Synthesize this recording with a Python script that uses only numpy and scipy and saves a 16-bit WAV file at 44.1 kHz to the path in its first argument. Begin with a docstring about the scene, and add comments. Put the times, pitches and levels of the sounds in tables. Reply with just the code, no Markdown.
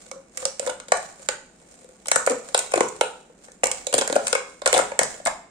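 """In a small hard-walled room, a thin empty plastic bottle is held on a table and pressed with a knife.
Its wall buckles in snaps: a bright tick and a crack of filtered noise, then the hollow pop of the panel,
a sine that swells and fades. Fingers and blade rub in between as noise swelling with each stroke, and
hard pushes add low sagging notes. Resonators ring as wall and enclosed air, decaying noise as the room;
a phone listens from close by through two ports."""
import sys
import numpy as np
from scipy import signal
from scipy.fft import rfft, irfft, next_fast_len
from scipy.io import wavfile

SR = 44100
rng = np.random.default_rng(int(sys.argv[2]) if len(sys.argv) > 2 else 0)


def materialize(psi):
    """Save the field psi as 16-bit PCM at rate SR to the path in sys.argv[1].

    A 1-D psi becomes a single channel; in a 2-D psi each row is a channel.
    """
    bounded = np.clip(np.atleast_2d(psi).T, -1, 1)
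    quanta = np.round(bounded * 32767).astype(np.int16)
    wavfile.write(sys.argv[1], SR, quanta)


N = 242682  # samples
PORT_LAG_S = 0.00023  # direct sound reaches the left port this much after the right
BODY_PAN_DB = 2.8  # the panel faces the left port: left minus right


def undb(db):
    """Level law: amplitude gain is 10 to the power of dB / 20."""
    return 10 ** (np.asarray(db) / 20)


def unit(x):
    """Normalisation by mean power: scale to rms 1."""
    return x / np.sqrt(np.mean(x ** 2) + 1e-20)


def bins(x):
    """Discrete Fourier transform: the frequencies [Hz] of the spectrum of x."""
    return np.arange(x.shape[-1] // 2 + 1) * SR / x.shape[-1]


def at(hz, points):
    """Interpolation of (frequency [Hz], value) points on a logarithmic frequency axis."""
    f, v = np.transpose(points)
    return np.interp(np.log(np.maximum(hz, 1)), np.log(f), v)


def colour(x, points):
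    """Minimum-phase filtering: folding the cepstrum makes a causal filter of the given (Hz, dB) shape."""
    n = 2 * next_fast_len(x.shape[-1] // 2 + 1, True)
    hz = np.arange(n // 2 + 1) * SR / n
    cepstrum = irfft(np.log(undb(at(hz, points))), n)
    cepstrum[1:n // 2] *= 2
    cepstrum[n // 2 + 1:] = 0
    response = np.exp(rfft(cepstrum))
    return irfft(rfft(x, n) * response, n)[..., :x.shape[-1]]


def resonate(x, hz, width):
    """Simple resonance: a band-pass with gain 1 at its centre, width in Hz."""
    return signal.lfilter(*signal.iirpeak(hz, hz / width, fs=SR), x)


def swell(t, peak_s, sharp):
    """Attack and decay of an impulsive source: rises to 1 at peak_s and dies away."""
    u = np.maximum(t, 0) / peak_s
    return (u * np.exp(1 - u)) ** sharp


def burst(x, db):
    """Energy equivalence: give a short sound the energy of 5 ms at this rms level."""
    return x * undb(db) * np.sqrt(.005 * SR / np.sum(x ** 2))


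def pan(x, db):
    """Interaural level difference: make the left channel this much louder than the right."""
    return x * undb(np.array([[db], [-db]]) / 2)


def add(out, x, s):
    """Superposition: mix x into out from time s."""
    i = max(round(s * SR), 0)
    out[:, i:i + x.shape[1]] += x[:, :max(N - i, 0)]


def port_time(size):
    """Propagation delay: time [s] since the event at the left and right ports."""
    return np.arange(size) / SR - np.array([[PORT_LAG_S], [0]])


def diffuse(size, alike_hz=750):
    """Diffuse-field coherence: noise from all around whose bass is alike at both ports."""
    mid, side = rng.standard_normal((2, size))
    f = bins(mid)
    apart = f ** 2 / (f ** 2 + alike_hz ** 2)
    shared = rfft(mid) * np.sqrt(1 - apart / 2)
    opposed = rfft(side) * np.sqrt(apart / 2)
    return irfft(shared + np.array([[1], [-1]]) * opposed, size)


# colour of the air noise in the room: (frequency [Hz], relative level [dB])
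AIR_COLOUR = [(20, -9), (55, 5), (100, -10.5), (180, 7.5), (300, 3.5), (520, 1), (1000, -11), (2500, -13.5),
              (5000, -40), (8000, -33), (10500, -65), (15500, -50)]


def room_air():
    """Steady background noise: a diffuse field shaped mainly towards the bass."""
    noise = diffuse(size=next_fast_len(N, True))[:, :N]
    return undb(-56.5) * unit(colour(noise, AIR_COLOUR))


# share of a stroke spent speeding up; relative level of the resting grip [dB]
STROKE_RISE, GRIP_DB = 0.4, -62.5
# fingers and blade sliding on the plastic: (time at the fastest [s], relative level [dB], length scale [s])
STROKES = [(0.015, -44, .13), (0.413, -33, .08), (0.651, -35.5, .08), (1.038, -38.5, .13),
           (1.231, -45.5, .1), (1.742, -50.5, .4), (2.299, -35.5, .14), (2.486, -39.5, .07),
           (2.651, -41, .12), (2.789, -35, .2), (3.08, -47, .14), (3.447, -46.5, .09), (3.755, -34.5, .12),
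           (4.12, -35.5, .08), (4.259, -36, 0.11), (4.493, -47, 0.11), (4.77, -24, .09), (5.11, -34, .1)]


def sliding():
    """Friction envelope: each stroke swells and dies away over the resting grip."""
    out = undb(GRIP_DB)
    for s, db, length in STROKES:
        u = (np.arange(N) / SR - s) / length
        side = np.where(u < 0, STROKE_RISE, 1 - STROKE_RISE)
        out = out + undb(db) * np.exp(-np.abs(u / side) ** 1.1)
    return out


# colour of the rubbing: (frequency [Hz], relative level [dB])
SLIDE_COLOUR = [(200, -3), (420, -1), (525, 7.5), (650, 9), (900, -2.5), (1500, -1.5), (3000, -5.5),
                (5500, -3), (7500, -4), (9000, -6), (10300, -18.5), (15500, -22.5)]


def rubbing(slips_per_s=420, spread_db=3.0, slip_s=0.0011, smooth=1.0):
    """Stick-slip friction: tiny slips of uneven size, each a short spit of noise, over a smooth hiss."""
    sizes = undb(spread_db * np.minimum(rng.exponential(size=N), 4))
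    slips = (rng.random(N) < slips_per_s / SR) * sizes
    grip = signal.lfilter([1], [1, -np.exp(-1 / (slip_s * SR))], slips) + smooth
    noise = colour(grip * rng.standard_normal((2, N)), SLIDE_COLOUR)
    return unit(noise) * sliding() * undb(-8.5)


def ring(x, modes, stretch=1):
    """Modal superposition: modes driven by x, all detuned by one factor."""
    out = 0
    for hz, t60, db in modes:
        width = np.log(1000) / (np.pi * t60)
        out = out + undb(db) * resonate(x, hz * stretch, width)
    return out


# ringing of the air inside: (frequency [Hz], t60 [s], relative level [dB])
HOLLOW_MODES = [(508, 0.25, 1.5), (546.8, 0.28, -2.5), (656, 0.16, -14)]
# ringing of the plastic wall before detuning: (frequency [Hz], t60 [s], relative level [dB])
WALL_MODES = [(769, 0.024, -0.5), (1122, 0.023, -5), (1445, 0.084, 1), (1477, 0.13, -4),
              (1710, 0.068, -11.5), (2199, 0.059, 4), (4016, 0.038, -3)]


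def bottle(x, detune=0.013):
    """Forced modal vibration: contact rings the air and the wall, detuned by one random factor per grip."""
    return x + ring(x, HOLLOW_MODES) + ring(x, WALL_MODES, 1 + detune * rng.standard_normal())


# reverberation time of the room: (frequency [Hz], t60 [s])
ROOM_T60 = [(150, 0.74), (500, 0.5), (1500, 0.49), (4000, 0.53), (8000, 0.47), (14000, 0.38)]
# colour of the reverberation: (frequency [Hz], relative level [dB])
ROOM_COLOUR = [(80, 0.5), (170, 2.5), (300, -5), (430, -0.5), (540, -8.5), (800, -1.5), (1100, 1),
               (1400, -1), (2500, -2), (4500, -3.5), (7500, -1.5), (9000, -5), (10500, -11.5), (15500, 1.5)]


def room(x, wet_db=-4.64, build_s=0.00096, early=0.66, early_s=0.028, size=2 ** 15):
    """Exponential reverberant decay: dense reflections off tiles and walls, each octave at its own rate."""
    t = np.arange(size) / SR
    noise = diffuse(size=size)
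    octave = np.log2(np.clip(bins(noise), 125, 16000) / 125)
    spectrum, tail = rfft(noise), 0
    for k in range(8):
        band = irfft(spectrum * np.maximum(1 - abs(octave - k), 0), size)
        tail = tail + band * np.exp(-np.log(1000) * t / at(125 * 2 ** k, ROOM_T60))
    build_up = 1 - np.exp(-(t / build_s) ** 2)
    tail = tail * build_up * (1 + early * swell(t, early_s, 1.5))
    tail = colour(unit(tail) / np.sqrt(SR), ROOM_COLOUR)
    # the right channel is delayed to line up with the left before they are summed
    source = (x[0] + np.roll(x[1], int(PORT_LAG_S * SR))) / np.sqrt(2)
    return undb(wet_db) * signal.fftconvolve(source[None], tail, axes=1)


def crinkles(count=36, hz=550, fade_s=0.0086, pop_db=-1, thump_db=-14, crack_db=-3, tick_db=-3,
             spread_db=3, wide_db=5):
    """Random point process: faint buckles, likelier in stronger friction, at levels relative to it."""
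    out, friction = np.zeros((2, N)), sliding()
    chance = np.cumsum(np.sqrt(friction))
    for when, size, side in rng.random((count, 3)):
        i = np.searchsorted(chance, when * chance[-1])
        db = 20 * np.log10(friction[i]) + spread_db * (2 * size - 1)
        pan_db = wide_db * (2 * side - 1)
        sound = snap(hz, db + pop_db, fade_s, db + thump_db, db + crack_db, EVEN_TILT_DB,
                     db + tick_db, RUN_S, pan_db)
        add(out, sound, i / SR)
    return out


def creases(t, count=5, within_s=0.034, top_db=-19, range_db=12):
    """Relaxation after buckling: a few tiny creases give way, weaker on the whole the later they come."""
    when, size = rng.random((2, count))
    out = 0
    for w, v in zip(when, size):
        out = out + undb(top_db - range_db * (w + v) / 2) * swell(t - w * within_s, 0.00019, 0.4)
    return out


def facets(x, count=4, low_hz=1200, high_hz=8500, q=7, ring_db=2):
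    """Local resonance: small facets around each crease ring at random pitches, so snaps differ."""
    pitches = low_hz * (high_hz / low_hz) ** rng.random(count)
    return x + undb(ring_db) * sum(resonate(x, hz, hz / q) for hz in pitches)


def flip(t, hz, fade_s, rise_s=0.0044, bend=1.0, bend_s=0.0017):
    """Snap-through of a panel: a hard flip bends down in pitch and is soon over, a soft one rings hollow."""
    hard = min(0.0025 / max(fade_s, .0005), 1)
    pitch = hz * (1 + hard * (bend * np.exp(-np.maximum(t, 0) / bend_s) - .12))
    phase = 2 * np.pi * (np.cumsum(pitch * (t > 0), axis=1) / SR + rng.random())
    late = np.maximum(t - rise_s, 0)
    fade = np.exp((.002 - np.hypot(late, .002)) / max(fade_s, .0005) / 0.83)  # rounded at its start
    return np.sin(phase) * swell(np.minimum(t, rise_s), rise_s, 8.2) * fade


def thump(t, hz=290):
    """Damped bending vibration: the whole bottle flexes against the table near this pitch."""
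    return np.sin(2 * np.pi * hz * (1 + 0.17 * rng.standard_normal()) * t) * swell(t, 0.0021, 1.8)


SNAP_SIZE = 2048  # samples
JERK_DB = 2.5  # how unevenly a crease runs (standard deviation)
# colour of the crack before its tilt: (frequency [Hz], relative level [dB])
CRACK_COLOUR = [(150, -27), (500, -20.5), (900, -0.5), (1150, -8), (1450, -4), (1900, -6.5), (2300, -5.5),
                (2900, -8), (3900, -8.5), (5200, -10.5), (6500, -15), (9000, -48.5)]
# colour of the tick: (frequency [Hz], relative level [dB])
TICK_COLOUR = [(3000, -24), (5000, -8.5), (6500, -7), (8000, -2.5), (9200, -3.5), (10300, -15.5),
               (12000, -17.5), (15500, -28)]


def snap(hz, pop_db, fade_s, thump_db, crack_db, tilt_db, tick_db, run_s, pan_db):
    """Buckling instability: a crease runs in jerks and sends the treble first, then the panel flips."""
    t = port_time(SNAP_SIZE)
    noise = rng.standard_normal((2, 2, SNAP_SIZE))
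    shared = np.interp(t, t[1], rng.standard_normal(SNAP_SIZE))  # reaches both ports, lagged
    jerks = undb(JERK_DB * np.interp(t, t[1, ::32], rng.standard_normal(SNAP_SIZE // 32)))
    run_s = max(run_s, .0004)
    after = creases(t)
    tick_shape = jerks * (swell(t, 0.27 * run_s, 0.33) + 0.17 * swell(t, 0.0038, 2.6)) + after
    crack_shape = jerks * (swell(t, run_s, 1.45) + 0.31 * swell(t, 0.0033, 1.55)) + after
    tick = colour((noise[0] + 0.51 * shared) * tick_shape, TICK_COLOUR)
    tilted = [(f, db + tilt_db * np.log2(np.clip(f, 1000, 5000))) for f, db in CRACK_COLOUR]
    crack = colour((noise[1] + 1.3 * shared) * crack_shape, tilted)
    body = burst(flip(t, hz, fade_s), pop_db - .6) + burst(thump(t), thump_db)
    treble = burst(facets(crack), crack_db - .3) + burst(facets(tick), tick_db - 4.5)
    return pan(body, BODY_PAN_DB) + pan(treble, pan_db)


# a pop of this relative level makes a thump of this one; the hand lets through this share of each dB more
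USUAL_POP_DB, THUMP_DB, THUMP_SHARE = -21, -44.5, 0.49
# crack tilt when tick and crack are equal [dB per octave], and its change per dB of tick over crack
EVEN_TILT_DB, TILT_PER_DB = -0.95, 0.62
# running time of a crease in a taut wall with tick and crack equal; time added just after a buckle;
# time constant of the wall tautening again
RUN_S, SLACK_RUN_S, TAUTEN_S = 0.001, 0.0013, 0.023
# a bright crease is quick: the taut running time halves for this much tick over crack
QUICK_DB = 16
# buckles of the wall: (time [s], nominal panel pitch [Hz], relative pop level [dB], nominal pop fade [s],
# relative crack level [dB], relative tick level [dB], left minus right of crack and tick [dB])
SNAPS = [(0.1133, 553, -31.5, 0.0093, -32, -33.5, -3.5), (0.158, 539, -32.5, 0.047, -54, -61, 2),
         (0.3732, 518, -38, 0.031, -30, -23.5, -3.5), (0.426, 522, -30, 0.017, -33, -41, -1),
         (0.453, 549, -19, 0.011, -20, -16, -2), (0.5953, 582, -21, 0.0042, -29, -25.5, -7.5),
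         (0.6255, 559, -25.5, 0.013, -37, -54, -3), (0.6635, 531, -22.5, 0.01, -32.5, -31, -9),
         (0.6726, 550.5, -16, 0.017, -24.5, -29.5, -1), (0.693, 592, -21.5, 0.01, -27, -38.5, -4),
         (0.6976, 546, -24, 0.0073, -30, -28.5, -5), (0.8, 550, -39.5, 0.0034, -34.5, -35.5, 3),
         (0.8835, 570, -37, 0.0029, -37, -36, 3), (0.9193, 630, -9.5, 0.0018, -10.5, -18, 3.5),
         (0.9708, 560, -44, .002, -42, -29, -4), (1.195, 549, -40, .012, -65, -70, 0),
         (1.2205, 555, -44, 0.0071, -55, -45, 1), (1.2871, 580, -20.5, 0.0032, -16.5, -19, -5),
         (1.844, 512, -40.5, 0.0055, -55, -51, 6), (1.889, 524, -44, 0.0052, -54, -52, 0),
         (2.057, 580, -53, .002, -34, -37, 3), (2.0697, 546, -37.5, 0.0013, -52, -32, 12),
         (2.083, 650, -31, .002, -25.5, -20, -3), (2.115, 630, -19, 0.00088, -12, -12.5, 6),
         (2.1588, 600, -16.5, .002, -15, -14, 9), (2.264, 544, -34, 0.0016, -31, -20.5, 1),
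         (2.2718, 586, -9.5, 0.0016, -14, -28.5, -2), (2.2971, 512, -16.5, 0.013, -29.5, -22, 3),
         (2.3073, 522, -16.5, 0.0061, -35, -29, 9), (2.3164, 535, -17.5, 0.0083, -33, -34, -2),
         (2.5452, 594, -13, 0.0013, -12, -16, 4), (2.5768, 664, -46, .002, -25.5, -18.5, 5),
         (2.5905, 602, -32, .003, -24.5, -16.5, 4.5), (2.719, 585, -35, 0.0023, -29.5, -31, 5),
         (2.7366, 601, -9.5, 0.00084, -15, -23, 0), (2.757, 440, -18, .004, -26, -26, 3),
         (2.7752, 648, -14.5, 0.0037, -20, -28.5, 4), (2.8061, 495, -10.5, 0.0045, -12, -19, -1),
         (2.886, 534, -60, .0013, -58, -34.5, -20.5), (3.0104, 548, -11.5, 0.0014, -12.5, -18.5, -5.5),
         (3.296, 508, -42.5, 0.0047, -56.5, -82.5, 0), (3.482, 542, -44, .002, -43, -57, 6),
         (3.518, 610, -58, .004, -54, -43.5, 3), (3.6332, 597, -13, 0.0027, -14.5, -26, 0),
         (3.6385, 540, -25.5, 0.00074, -20.5, -14, 3.5), (3.6565, 873, -26.5, 0.00048, -35, -22.5, -4),
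         (3.669, 710, -47, .002, -32, -21.5, 2), (3.7148, 577, -33, 0.0031, -24.5, -17.5, 1),
         (3.8682, 575, -22.5, 0.0037, -24.5, -22.5, -2.5), (3.927, 555, -22, .0035, -23.5, -25, 2),
         (3.9391, 588, -11.5, 0.0031, -15.5, -13.5, 2), (3.9492, 499, -23, 0.0041, -29, -24, 4),
         (3.9803, 573, -16.5, 0.0046, -20, -17, -3), (3.9862, 501, -20.5, 0.0045, -18.5, -18.5, 4),
         (4.0109, 532, -22.5, 0.0053, -21, -25, -6), (4.0169, 543, -19, 0.0049, -20, -29, 3),
         (4.0761, 626, -28, 0.0033, -24, -20.5, 0), (4.0976, 534, -18.5, 0.0041, -25, -34, -1),
         (4.1252, 598, -20, 0.0098, -21, -25.5, 0), (4.1551, 547, -13.5, 0.0041, -25, -27, 2),
         (4.1611, 624, -6, 0.0032, -18.5, -24, 1), (4.2693, 640, -48, 0.0017, -22, -17.5, 3),
         (4.28, 650, -45, 0.0022, -25.5, -22, 1.5), (4.328, 539, -15, 0.0034, -16, -16.5, 7.5),
         (4.3506, 540, -17.5, 0.0032, -15, -23, 3), (4.618, 608, -26, 0.0065, -30.5, -39, -4.5),
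         (4.659, 645, -16.5, 0.0011, -15.5, -16.5, 2), (4.6622, 606, -15.5, 0.00054, -15, -22, -2),
         (4.6742, 568, -16.5, .0015, -18, -15.5, 0), (4.7282, 550, -12.5, 0.0026, -14.5, -15.5, -5.5),
         (4.7394, 575, -17, 0.0018, -18.5, -23.5, 13), (4.7449, 746, -14, 0.0011, -18.5, -22, 1),
         (4.7625, 592, -15, 0.0018, -23, -30, 10), (4.7665, 623, -17, 0.0017, -17, -32, -2),
         (4.7769, 527, -16.5, 0.0016, -19, -16.5, 2), (4.7878, 612, -22, 0.0025, -14, -23.5, 5.5),
         (4.7938, 632, -12.5, 0.0013, -23, -47, 0), (4.9171, 578, -23, .007, -27, -42.5, -4),
         (4.9908, 582, -14.5, 0.0011, -12, -11, 6.5), (5.0129, 663, -18.5, 0.0038, -26.5, -36, 16),
         (5.0315, 546, -23, 0.0035, -25, -20.5, 10), (5.1987, 638, -33.5, 0.0033, -45, -52.5, -2),
         (5.2522, 770, -50, .002, -54, -28, 15), (5.259, 703, -24.5, 0.0028, -17.5, -25.5, -2.5),
         (5.269, 698, -19, 0.0041, -18, -21, 0), (5.275, 650, -19, 0.0033, -23.5, -41, 19)]


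def buckles():
    """Elastic buckling: the pop rocks the bottle, crack brightens with tick, a slack wall creases slowly."""
    out, last_s = np.zeros((2, N)), -np.inf
    for s, hz, pop_db, fade_s, crack_db, tick_db, pan_db in SNAPS:
        thump_db = THUMP_DB + THUMP_SHARE * (pop_db - USUAL_POP_DB)
        bright_db = tick_db - crack_db
        tilt_db = EVEN_TILT_DB + TILT_PER_DB * bright_db
        run_s = RUN_S * .5 ** (bright_db / QUICK_DB) + SLACK_RUN_S * np.exp((last_s - s) / TAUTEN_S)
        add(out, snap(hz, pop_db, fade_s, thump_db, crack_db, tilt_db, tick_db, run_s, pan_db), s)
        last_s = s
    return out


SAG_OCT_PER_S = 23.8  # the side goes slack as it caves in, so its pitch sags
# the whole side caves in: (time [s], starting pitch [Hz], relative level [dB], length [s])
CAVES = [(2.161, 272, -35, 0.0085), (2.287, 417, -25, 0.047), (2.765, 434, -16.5, 0.024),
         (2.807, 326, -24.5, 0.0062), (3.635, 306, -29.5, 0.0083), (3.941, 316, -25.5, 0.0076),
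         (3.948, 290, -33, 0.0057), (3.984, 332, -24.5, 0.0086), (4.017, 310, -34, .009),
         (4.098, 292, -29, 0.01), (4.123, 335, -26.5, 0.011), (4.164, 314, -25, 0.0097),
         (4.744, 348, -32, 0.014), (4.792, 338, -28, 0.014), (5.012, 250, -32.5, 0.007),
         (5.261, 290, -33.5, 0.0067)]


def caving():
    """Falling stiffness: under the hardest pushes the whole side gives way with a low, sagging note."""
    out = np.zeros((2, N))
    t = port_time(2 * SNAP_SIZE)
    for s, hz, db, length in CAVES:
        pitch = hz * 2 ** (-SAG_OCT_PER_S * t)
        phase = 2 * np.pi * (np.cumsum(pitch * (t > 0), axis=1) / SR + rng.random())
        note = np.sin(phase) * np.sin(np.pi * np.clip(t / length, 0, 1))
        add(out, pan(burst(note, db), BODY_PAN_DB), s)
    return out


def scene(count=11):
    """Source and path in series: in each of equal grips the ring and the room paths are drawn anew."""
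    out = room_air()
    contact = buckles() + caving() + rubbing() + crinkles()
    for grip in np.array_split(np.arange(N), count):
        padded = np.pad(contact[:, grip], ((0, 0), (0, SR // 5)))  # space to ring on
        near = bottle(padded + 1e-18)
        add(out, near, grip[0] / SR)
        add(out, room(near), grip[0] / SR)
    return out


TOP_HZ = 15600  # upper limit of the phone
# resonances of the left and right microphone ports: (frequency [Hz], width [Hz], lift [dB])
PORTS = [(8730, 580, 14), (7310, 900, 14)]


def record(dry):
    """Port resonance and saturation: each port lifts its treble band; peaks are rounded, the top cut."""
    heard = np.array([x + (undb(db) - 1) * resonate(x, hz, width)
                      for x, (hz, width, db) in zip(dry, PORTS)])
    heard = heard / (1 + heard ** 6) ** (1 / 6)
    return signal.sosfilt(signal.ellip(10, .2, 95, TOP_HZ, fs=SR, output="sos"), heard)


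dry = scene()
out = record(dry)
materialize(out)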